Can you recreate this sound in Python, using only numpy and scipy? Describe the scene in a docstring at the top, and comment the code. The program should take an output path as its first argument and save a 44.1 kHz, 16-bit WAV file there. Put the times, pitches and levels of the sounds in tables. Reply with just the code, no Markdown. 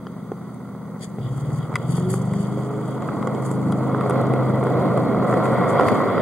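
"""A garden track beside a brick wall: a small locomotive starts off, heard from a camera riding on the train.
Its engine, a sum of overtones of the working cycle, throbs at idle, pulls, then settles.
Filtered noise gives the wheels' rumble, louder through the wagon body as speed grows, and hissing grit.
Struck resonances give the knocks and ticks of couplings and rail joints; many small random blows give
a rolling noise. A steady faint low noise lies beneath; the camera adds hiss and a faint whine."""
import sys
import numpy as np
from scipy import signal
from scipy.fft import rfft, irfft, next_fast_len
from scipy.io import wavfile
from scipy.ndimage import uniform_filter1d

SR = 44100
rng = np.random.default_rng(int(sys.argv[2]) if len(sys.argv) > 2 else 0)


def pcm_store(signal):
    """Save signal as 16-bit PCM."""
    levels = np.round(np.clip(np.atleast_2d(signal), -1, 1) * 32767)
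    wavfile.write(sys.argv[1], SR, levels.astype(np.int16).T)


N = 273861

# Levels of resonances and spectra are relative within their table.
# steady faint low noise: f/Hz, width/Hz, level/dB
LOW_NOISE = [(66, 34, 0)]
LOW_NOISE_DB = -61.5

# wheels: t/s, rumble level/dB, level of the ring near 2 kHz against the rumble/dB
ROLL = [(0.0, -41.5, -20.5), (1.17, -40.5, -19.5), (1.52, -35.5, -20.5), (2.0, -33, -22.5),
        (2.87, -31.5, -22.5), (3.13, -27.5, -23), (3.7, -28, -24), (3.95, -25.5, -22.5),
        (4.15, -22.5, -23.5), (4.6, -24, -21.5), (4.84, -20, -23.5), (5.05, -23, -22.5),
        (5.22, -22.5, -20.5), (5.45, -18.5, -21), (5.65, -21, -15.5), (5.86, -18.5, -19),
        (6.21, -21.5, -15.5)]
# response of the wagon body: f/Hz, level/dB
BODY = [(25, -65), (70, -25.5), (105, 0), (220, 1.5), (340, -3.5), (480, 1.5), (560, -4.5), (740, -5),
        (835, -8), (920, -8), (1100, -8), (1420, -14), (1680, -34.5), (2550, -42.5), (5000, -53),
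        (16000, -56.5)]
# ringing of the wheels: f/Hz, width/Hz, level/dB
WHEEL_RING = [(1952, 230, 4), (2153, 140, -2)]
# booming of the wagon at speed: f/Hz, width/Hz, level/dB
BOOM = [(534.6, 123, 0.061), (718, 108, -2)]
BOOM_DB, BOOM_DB_PER_DB = -6.5, 1.05  # share at the loudest rumble, and its growth per dB of rumble

# resonances of the camera housing in the treble: f/Hz, width/Hz, level/dB
HOUSING = [(1950, 600, -5.5), (3350, 520, -4.5), (4617, 450, -0.5), (6110, 210, -2.5), (7410, 1630, -2),
           (9170, 1300, -3.5), (10500, 3600, -11)]
# thin chafing band: t/s, level/dB
CHAFE = [(0.0, -68), (1.17, -77), (1.226, -54), (1.33, -60.5), (1.46, -55.5), (1.57, -58), (1.63, -49),
         (1.68, -61), (2.07, -54.5), (2.78, -61), (3.08, -61), (4.26, -56.5), (5.2, -59.5), (5.5, -52),
         (5.83, -46.5), (6.21, -50.5)]
# resonances of the chafing: f/Hz, width/Hz, level/dB
CHAFE_RING = [(3290, 104, 5.5), (3304, 790, 0), (4770, 97, 2)]
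# steady grit sets in as the wheels turn; levels before the weighting by band
GRIT_STILL_DB, GRIT_ROLLING_DB, GRIT_START_S, GRIT_FULL_S = -68, -56.5, 0.99, 1.34
GRIT_LOW_DB = -2  # weight of the steady grit's lowest band
# scrapes over grit: t of peak/s, peak level/dB, rise/s for 20 dB, fall/s for 20 dB (at least 5 ms each),
# weight of the lowest band/dB, centre f/Hz
SCRAPES = [(1.03, -37, 0.027, 0.04, 2.5, 7800), (1.41, -54, 0.074, 0, -2.5, 8500),
           (1.591, -52, 0.11, -0.14, -1, 8000), (1.925, -42, 0.068, 0.05, -1.5, 9400),
           (1.965, -41.5, 0.045, 0.1, 0.5, 9400), (2.103, -31, 0.013, .07, -8, 9100),
           (2.15, -39.5, 0.05, 0.05, -8, 8500), (2.226, -46, 0.012, -0.03, -11, 8000),
           (2.43, -49, 0.22, 0.06, 2.5, 7800), (2.67, -52, 0.2, 0, -1, 8000),
           (2.86, -58, 0.012, 0.1, -8, 8500), (3.422, -44.5, 0.008, 0.07, -6, 8200),
           (3.453, -42.5, 0.008, 0.06, -14, 9500), (3.515, -46, 0.01, 0.045, -14, 9000),
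           (5.275, -54.5, 0.022, 0.3, -8, 9000), (5.445, -49.5, 0.025, 0.13, 1, 8500),
           (5.695, -43, 0.016, 0.07, -4, 8800), (5.88, -41, 0.1, 0.14, 5.5, 10500)]
# edges of the bands that crackle on their own: f/Hz
GRIT_EDGES = [5500, 7600, 9800, 12500]
SCRAPE_DB_PER_OCT2 = 17.5  # fall of a scrape per squared octave from its centre

# rolling noise near 1.1-1.4 kHz: t/s, level/dB
ROLLING_NOISE = [(1.2, -50.5), (2.0, -43.5), (2.5, -46.5), (3.1, -39.5), (3.6, -44.5), (4.1, -33.5),
                 (4.7, -39.5), (5.3, -32), (5.8, -27), (6.21, -29)]
BLOWS_PER_S, BLOW_SPREAD_DB = 1200, 1.5  # mean rate of its small blows, mean excess of their size
# resonances of the rolling noise and of the clack's low part: f/Hz, width/Hz, level/dB
LOW_RING = [(1118, 340, 1), (1346, 194, -1)]

# knocks: t/s, tick drive/dB, tick f/Hz, then drives/dB of the thud, low part of the clack, clack and clink
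KNOCKS = [(0.068, -56, 7000, -24, -35, -44, -28), (0.3173, -43, 7000, -12.5, -33.5, -41, -40),
          (0.544, -40, 9200, -45, -51, -51, -60), (0.7492, -53, 9000, -24.5, -41, -53, -60),
          (1.1844, -54, 9000, -20.5, -43, -46, -55), (1.504, -50, 9000, -23, -42, -44, -50),
          (1.719, -50, 7500, -25, -31, -45, -50), (1.727, -50, 7500, -28, -30, -42, -50),
          (1.7394, -42, 8000, -26, -32, -30, -33), (1.7554, -16, 9300, -30, -18, -12, -12),
          (1.7603, -32, 8500, -40, -26, -28, -26), (1.7652, -30, 9500, -26, -27.5, -28, -27),
          (1.9795, -41, 9500, -19, -30, -35, -40), (2.139, -37, 9000, -15.5, -28.5, -34, -36),
          (2.336, -31, 8200, -31, -28.5, -32, -32), (3.022, -36, 7000, -27, -33, -33, -40),
          (3.087, -55, 7000, -26, -22.5, -32, -47), (3.226, -35, 8300, -42, -28, -33, -31),
          (3.272, -27.5, 7300, -19, -22, -30, -23.5), (3.348, -34, 7000, -15.5, -50, -56, -31),
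          (3.513, -22.5, 8200, -16, -36, -41, -36), (3.722, -25, 9800, -29, -22, -32, -19),
          (3.946, -48, 9000, -13.5, -20.5, -35, -36), (4.0097, -33, 9400, -20, -27, -29, -31),
          (4.0972, -20, 9500, -17, -21.5, -32, -26), (4.107, -28, 9600, -9.5, -26, -28, -24),
          (4.1578, -46, 9000, -15, -22.5, -33, -40), (4.214, -30, 9900, -31.5, -36, -37, -42),
          (4.268, -36, 6960, -40, -40, -40, -33), (4.3366, -30, 9200, -8.5, -32, -29, -30),
          (4.6274, -48, 9000, -12, -26, -31, -37), (4.6382, -30.5, 8600, -30, -37, -34, -40),
          (4.668, -36, 9000, -17, -22, -33, -38), (4.9757, -30, 9600, -12, -25, -33, -29),
          (5.224, -52, 9000, -10, -26, -38, -42), (5.326, -42.5, 7500, -20, -21, -27, -32),
          (5.3387, -34, 6800, -8, -17, -30, -25), (5.379, -45, 9000, -12, -32, -39, -40),
          (5.455, -31, 8500, -12, -24, -24, -32), (5.7961, -37, 10000, -9, -12, -28, -28),
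          (5.809, -32, 8800, -10, -19, -20, -20), (5.8334, -42, 8500, -13, -22, -26, -28),
          (5.8843, -22, 12000, -22, -14, -16.5, -15), (6.1789, -50, 7000, -18, -18, -26, -25)]
# modes of the wagon floor: f/Hz, width/Hz, level/dB
FLOOR = [(414, 210, 2.5), (770, 170, -2.5)]
# modes of the metal couplings: f/Hz, width/Hz, level/dB
COUPLING = [(2020, 330, 4), (2210, 1330, -9.5)]
# modes of a thinner metal part: f/Hz, width/Hz, level/dB
CLINK = [(3240, 510, 1), (4800, 260, -7.5), (5640, 3300, -26)]
# how strongly each part answers its drive
TICK_DB, THUD_DB, LOW_CLACK_DB, CLACK_DB, CLINK_DB = 13.5, 35.5, 38, 29.5, 20
BLOW = 2.5  # first blow against the dying noise that follows
DYING_MS = 18  # time in which that noise falls 60 dB
KNOCK_PAN_DB = 4  # spread of left minus right; the thud stays central
TICK_FOCUS = 1.81  # weight of the tick's own pitch beside its broad crack

# engine cycle: t/s, cycle rate f/Hz
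ENGINE = [(0.0, 15.4), (1.15, 15.35), (1.38, 18.2), (1.59, 19.7), (1.76, 19.4), (1.84, 20.5), (2.15, 23.9),
          (2.29, 24.8), (2.55, 25.8), (2.7, 26.1), (3.54, 26.2), (4.14, 25.9), (4.64, 25.9), (5.25, 25.5),
          (5.6, 25.4), (6.21, 25.0)]
# load: t/s, state (0 idling, 1 pulling, 2 cruising)
LOAD = [(1.18, 0), (1.21, 1), (2.4, 1), (2.55, 2)]
# overtones at idle: multiple of the cycle, level/dB
IDLE = [(1, -50), (2, -43), (3, -41), (4, -38), (5, -25), (6, -16), (7, -26), (8, -10), (9, -8.5),
        (10, -7.5), (11, 1), (12, -6), (13, 1.5), (14, -6.5), (15, -12), (16, -9), (17, -9), (18, -12),
        (19, -31), (20, -19), (21, -17.5), (22, -30), (23, -23), (24, -16.5)]
# overtones when cruising: multiple of the cycle, level/dB
CRUISE = [(1, -52), (2, -34), (3, -26), (4, -18.5), (5, 1), (6, -8.5), (7, -6.5), (8, -4.5), (9, -15),
          (10, -8.5), (11, -21), (12, -9), (13, -19.5)]
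# one heavy beat a cycle rings the frame under load: f/Hz, level/dB
PULL = [(18, -41), (60, -24), (100, -16), (115, -6), (138, -1), (200, 1), (250, -3), (310, -7), (400, -17),
        (600, -30)]
FIRING_DB, UPPER_DB = 2.5, -13  # under load: every fourth overtone lifted, those above the eighth lowered
# frame resonances added to the direct overtones: f/Hz, width/Hz, level of the added part/dB
FRAME = [(122, 15.5, 4.5), (385, 15.5, 7.5)]
# four firings of an idling cycle: place in the cycle (0-1), level/dB
FIRINGS = [(0, 0), (.25, -2), (.48, -7), (.72, -11)]
FIRST_BEAT_S = .037
# throb: t/s, level of the humming fifth overtone/dB, level of the others without the sixteenth/dB
THROB = [(0.0, -68, -32.5), (1.17, -61, -33.5), (1.21, -59, -25), (1.43, -45, -23.5), (1.6, -47, -23),
         (1.68, -51, -30), (1.75, -38, -23), (1.79, -38, -29.5), (1.9, -51, -18), (2.11, -24, -23.5),
         (2.4, -29.5, -20.5), (2.51, -27, -31), (3.2, -32, -27), (3.51, -25.5, -25.5), (4.1, -25.5, -29.5),
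         (4.37, -20.5, -25), (4.8, -26, -30), (5.17, -26.5, -24.5), (5.5, -25.5, -25.5), (5.85, -38, -40),
         (6.21, -39, -27.5)]
WAVER_DB, WAVER_PER_S = 2.5, 12  # wavering of the throb once cruising
# flares of the sixteenth overtone: t of peak/s, peak level/dB, rise/s for 20 dB, fall/s for 20 dB
# (at least 5 ms each)
FLARES = [(2.08, -26.5, 0.13, 0.13), (2.75, -33, 0.39, 0.2), (2.96, -32, 0.055, -0.45),
          (4.1, -29, 0.31, 0.3), (5.17, -28.5, 0.24, -1.2)]
FLARE_FLOOR_DB = -45.5

# stereo width: f/Hz, level of side minus mid/dB
WIDTH = [(60, -29), (110, -50), (200, -1.5), (380, -8.5), (700, -14), (1290, -16.5), (2380, -17),
         (4400, 18), (8120, -63), (15000, 5)]
# stereo colour: f/Hz, level of left minus right/dB
TILT = [(60, -1.5), (110, 1.5), (200, 1.5), (380, -2), (700, -2.0), (1290, 0.5), (2380, -1), (4400, 2),
        (8120, 2), (15000, -4)]
# steady hiss of the camera: f/Hz, width/Hz, level/dB
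HISS = [(3680, 1700, -1), (4680, 370, 2.5), (6210, 160, 7.5), (8900, 3000, -0.5), (11800, 4400, -4),
        (15650, 240, 3)]
HISS_DB = -62.5  # before the stereo colour
WHINE_HZ, WHINE_DB = 15683, -83
TOP_HZ = 15900  # edge of the top cut


def undb(db):
    """Amplitude ratio: the gain of a level in dB."""
    return 10 ** (np.asarray(db) / 20)


def unit(x):
    """Normalisation by mean power, to rms 1."""
    return x / np.sqrt(np.mean(x ** 2))


def curves(table):
    """Linear interpolation of a time table's columns, one value a sample."""
    s, *columns = np.transpose(table)
    return [np.interp(np.arange(N) / SR, s, c) for c in columns]


def shape(x, gain):
    """Minimum-phase filtering: the folded cepstrum makes a gain over Hz causal."""
    size = next_fast_len(N + 4096)
    hz = np.maximum(np.arange(2049) * SR / 4096, 1.)
    cepstrum = irfft(np.log(gain(hz) + 1e-9))
    cepstrum[1:2048] *= 2
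    cepstrum[2049:] = 0
    response = irfft(np.exp(rfft(cepstrum)))
    return irfft(rfft(x, size) * rfft(response, size), size)[..., :N]


def slope(points):
    """Spectral envelope: gain interpolated over log frequency from (Hz, dB) points."""
    hz, db = np.transpose(points)
    return lambda f: undb(np.interp(np.log(f), np.log(hz), db))


def peaks(modes):
    """Superposed resonances: gain with steep skirts from (Hz, width, dB), powers added."""
    return lambda f: np.sqrt(sum(undb(2 * db) / (1 + (2 * (f - hz) / w) ** 2) ** 2 for hz, w, db in modes))


def walk(rate, size=N):
    """Slow random fluctuation: levels held 1 / rate of SR steps and slewed twice; spread near 1."""
    k = int(SR / rate)
    held = np.repeat(rng.standard_normal(size // k + 1), k)
    return 1.47 * uniform_filter1d(uniform_filter1d(held, k), k)[:size]


def spread(mid, side):
    """Mid-side stereo: two channels from a common and an unrelated part."""
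    side = shape(side, slope(WIDTH))
    return np.array([mid + side, mid - side])


def swells(events):
    """Exponential growth and decay: each event's level climbs to a peak and drops linearly in dB."""
    t = np.arange(N) / SR
    total = 0
    for s, db, rise, fall in events:
        drops = np.where(t < s, (s - t) / max(rise, .005), (t - s) / max(fall, .005))
        total = total + undb(db - 20 * drops)
    return total


def low_noise():
    """Partly coherent noise through a low resonance: a steady faint low noise near 66 Hz."""
    common, *own = rng.standard_normal((3, N))
    return undb(LOW_NOISE_DB) * unit(shape(common + 0.96 * np.array(own), peaks(LOW_NOISE)))


def grit():
    """Friction noise in patchy bursts; its common part reaches one microphone later than the other."""
    bed_db, = curves([(GRIT_START_S, GRIT_STILL_DB), (GRIT_FULL_S, GRIT_ROLLING_DB)])
    bed = undb(bed_db + 0.72 * walk(12))
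    chafe_db, = curves(CHAFE)
    grains = undb(2.0 * walk(500) + 0.62 * walk(40))
    common, *own = rng.standard_normal((3, N))
    pair = np.array(own) + 1.1 * np.array([np.roll(common, 26), common])  # left 26 samples late
    chafe = unit(shape(undb(2.0 * walk(150)) * pair, peaks(CHAFE_RING)))
    chafe = undb(chafe_db + 1.4 * walk(5.99)) * chafe
    hiss = unit(shape(grains * pair, peaks(HOUSING)))

    # differences of successive lowpasses are the bands
    under = []
    for hz in GRIT_EDGES:
        lowpass = signal.butter(4, hz, fs=SR, output="sos")
        under.append(signal.sosfiltfilt(lowpass, hiss))
    under.append(hiss)
    envelopes = [swells([row[:4]]) for row in SCRAPES]
    low_db, centre = np.transpose(SCRAPES)[4:]
    out = chafe + under[0] * (undb(GRIT_LOW_DB) * bed + undb(low_db) @ envelopes)
    for hz, below, above in zip(GRIT_EDGES, under, under[1:]):
        share = undb(-SCRAPE_DB_PER_OCT2 * np.log2(1.09 * hz / centre) ** 2)
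        crackle = undb(2.1 * walk(120))
        out = out + (above - below) * crackle * (bed + share @ envelopes)
    return out


def rolling_noise():
    """Random impacts on a resonator: many small blows of uneven size make noise near 1.1-1.4 kHz."""
    db, = curves(ROLLING_NOISE)
    struck = rng.random(N) < BLOWS_PER_S / SR
    size = undb(BLOW_SPREAD_DB * rng.exponential(size=N)) * rng.standard_normal(N)
    soft = uniform_filter1d(struck * size, size=9)
    ringing = unit(shape(spread(soft, np.roll(soft, 900)), peaks(LOW_RING)))
    return undb(db + 0.58 * walk(4.66)) * ringing


def knocks():
    """Impact excitation: a blow and short dying noise ring the housing, floor and metal parts."""
    bursts = np.zeros((5, 2, N + 4000))
    ms = 1000 * np.arange(4000) / SR
    # the heavy floor feels only the blow, a soft push of about a millisecond
    push = np.exp(-ms / 0.29) * ms / 2.9
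    for s, tick_db, hz, *drive_db in KNOCKS:
        pan_db = KNOCK_PAN_DB * rng.standard_normal()
        burst = rng.standard_normal(4000) * undb(-60 * ms / DYING_MS)
        burst[0] = BLOW
        burst = burst / np.sqrt(np.sum(burst ** 2))
        burst = burst * undb(np.array([[pan_db], [-pan_db]]) / 2)
        # a dulled blow drives the low part of the clack
        dull = uniform_filter1d(burst, size=11, origin=5)
        thin = burst / 2 + TICK_FOCUS * signal.lfilter(*signal.iirpeak(hz, 5, fs=SR), burst)
        start = int(s * SR)
        for part, drive, db in zip(bursts, (thin, push, dull, burst, burst), [tick_db] + drive_db):
            part[:, start:start + 4000] += drive * undb(db)

    modes = (HOUSING[3:], FLOOR, LOW_RING, COUPLING, CLINK)
    tick, thud, low_clack, clack, clink = (shape(b[:, :N], peaks(m)) for b, m in zip(bursts, modes))
    thud = signal.sosfilt(signal.butter(2, 150, "high", fs=SR, output="sos"), thud)
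    metal = undb(CLACK_DB) * clack + undb(LOW_CLACK_DB) * low_clack + undb(CLINK_DB) * clink
    return undb(TICK_DB) * tick + undb(THUD_DB) * thud + metal


def wheels(turn):
    """Forced vibration: rough tread jolts the wagon body unevenly, a little in step with the engine."""
    db, ring_db = curves(ROLL)
    jolts = undb(1.17 * walk(300) + 0.5 * walk(30) + 0.12 * np.cos(4 * turn))
    rough = spread(*unit(jolts * rng.standard_normal((2, N))))
    rumble = unit(shape(rough, slope(BODY)))
    ring = unit(shape(rough, peaks(WHEEL_RING)))
    boom = unit(shape(rough, peaks(BOOM)))
    boom_db = BOOM_DB + BOOM_DB_PER_DB * (db - db.max()) + 2.75 * walk(25)
    return undb(db) * (rumble + undb(boom_db) * boom + undb(ring_db) * ring)


def engine():
    """Harmonic synthesis: wavering, drifting overtones of the cycle, coloured by load and frame resonance."""
    hz, = curves(ENGINE)
    hum_db, db = curves(THROB)
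    turn = 2 * np.pi * np.cumsum(hz * (1 + 0.003 * walk(12))) / SR
    turn = turn - turn[int(FIRST_BEAT_S * SR)]
    place, size_db = np.transpose(FIRINGS)
    step = 64  # samples between updates of the overtones' gains and phases
    load = curves(LOAD)[0][::step]
    idling, cruising = np.clip(1 - load, 0, 1), np.clip(load - 1, 0, 1)
    cruise_levels = dict(CRUISE)
    orders, power = 0, 0
    for k, idle_db in IDLE:
        if k in (5, 16):  # these two follow their own levels below
            continue
        f = k * hz[::step]
        pull = slope(PULL)(f) * undb(FIRING_DB * (k % 4 == 0) + UPPER_DB * (k > 8))
        cruise = undb(cruise_levels.get(k, -40))
        gain = idling * undb(idle_db) + cruising * cruise + (1 - idling - cruising) * pull
        gain = gain * (1 + peaks(FRAME)(f))
        power = power + gain ** 2 / 2
        phase = (0.6 + 0.4 * cruising) * walk(4 * step, size=len(f))
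        # away from idle the upper overtones take fixed random phase offsets
        phase = phase + (1 - idling) * (k > 8) * rng.uniform(-np.pi, np.pi)
        # at idle each overtone takes its timing from the uneven firings
        firing_sum = np.sum(undb(size_db) * np.exp(-2j * np.pi * k * place))
        phase = phase + idling * np.angle(firing_sum)
        waver = gain * undb((0.9 + 0.055 * k) * walk(6 * step, size=len(f)))
        orders = orders + np.repeat(waver, step)[:N] * np.cos(k * turn + np.repeat(phase, step)[:N])

    waver_db = WAVER_DB * np.repeat(cruising, step)[:N] * walk(WAVER_PER_S)
    throb = undb(db + waver_db) * orders / np.repeat(np.sqrt(power), step)[:N]
    # the fifth overtone hums; the sixteenth flares now and then
    flare = undb(FLARE_FLOOR_DB + 3.0 * walk(9.5)) + swells(FLARES)
    throb = throb + np.sqrt(2) * (undb(hum_db) * np.cos(5 * turn) + flare * np.cos(16 * turn))
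    late = np.pad(throb, (8, 0), "edge")[:N]  # right channel, 8 samples later
    return np.array([throb * undb(-1.5), late * undb(-0.96)]), turn


def scene():
    """Superposition: low noise, grit, rolling noise, knocks, wheels and engine add."""
    throb, turn = engine()
    return low_noise() + grit() + rolling_noise() + knocks() + wheels(turn) + throb


def record(dry):
    """Transduction: two microphones of unlike colour, with added hiss, a faint whine and a top cut."""
    half = np.array(TILT) * [1, .5]
    hiss = undb(HISS_DB) * unit(shape(rng.standard_normal((2, N)), peaks(HISS)))
    left = shape(dry[0] + hiss[0], slope(half))
    right = shape(dry[1] + hiss[1], slope(half * [1, -1]))
    whine = undb(WHINE_DB) * np.sin(2 * np.pi * WHINE_HZ * np.arange(N) / SR)
    wet = np.array([left, right]) + whine
    return signal.sosfilt(signal.ellip(10, .2, 70, TOP_HZ, fs=SR, output="sos"), wet)


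dry = scene()
out = record(dry)
pcm_store(out)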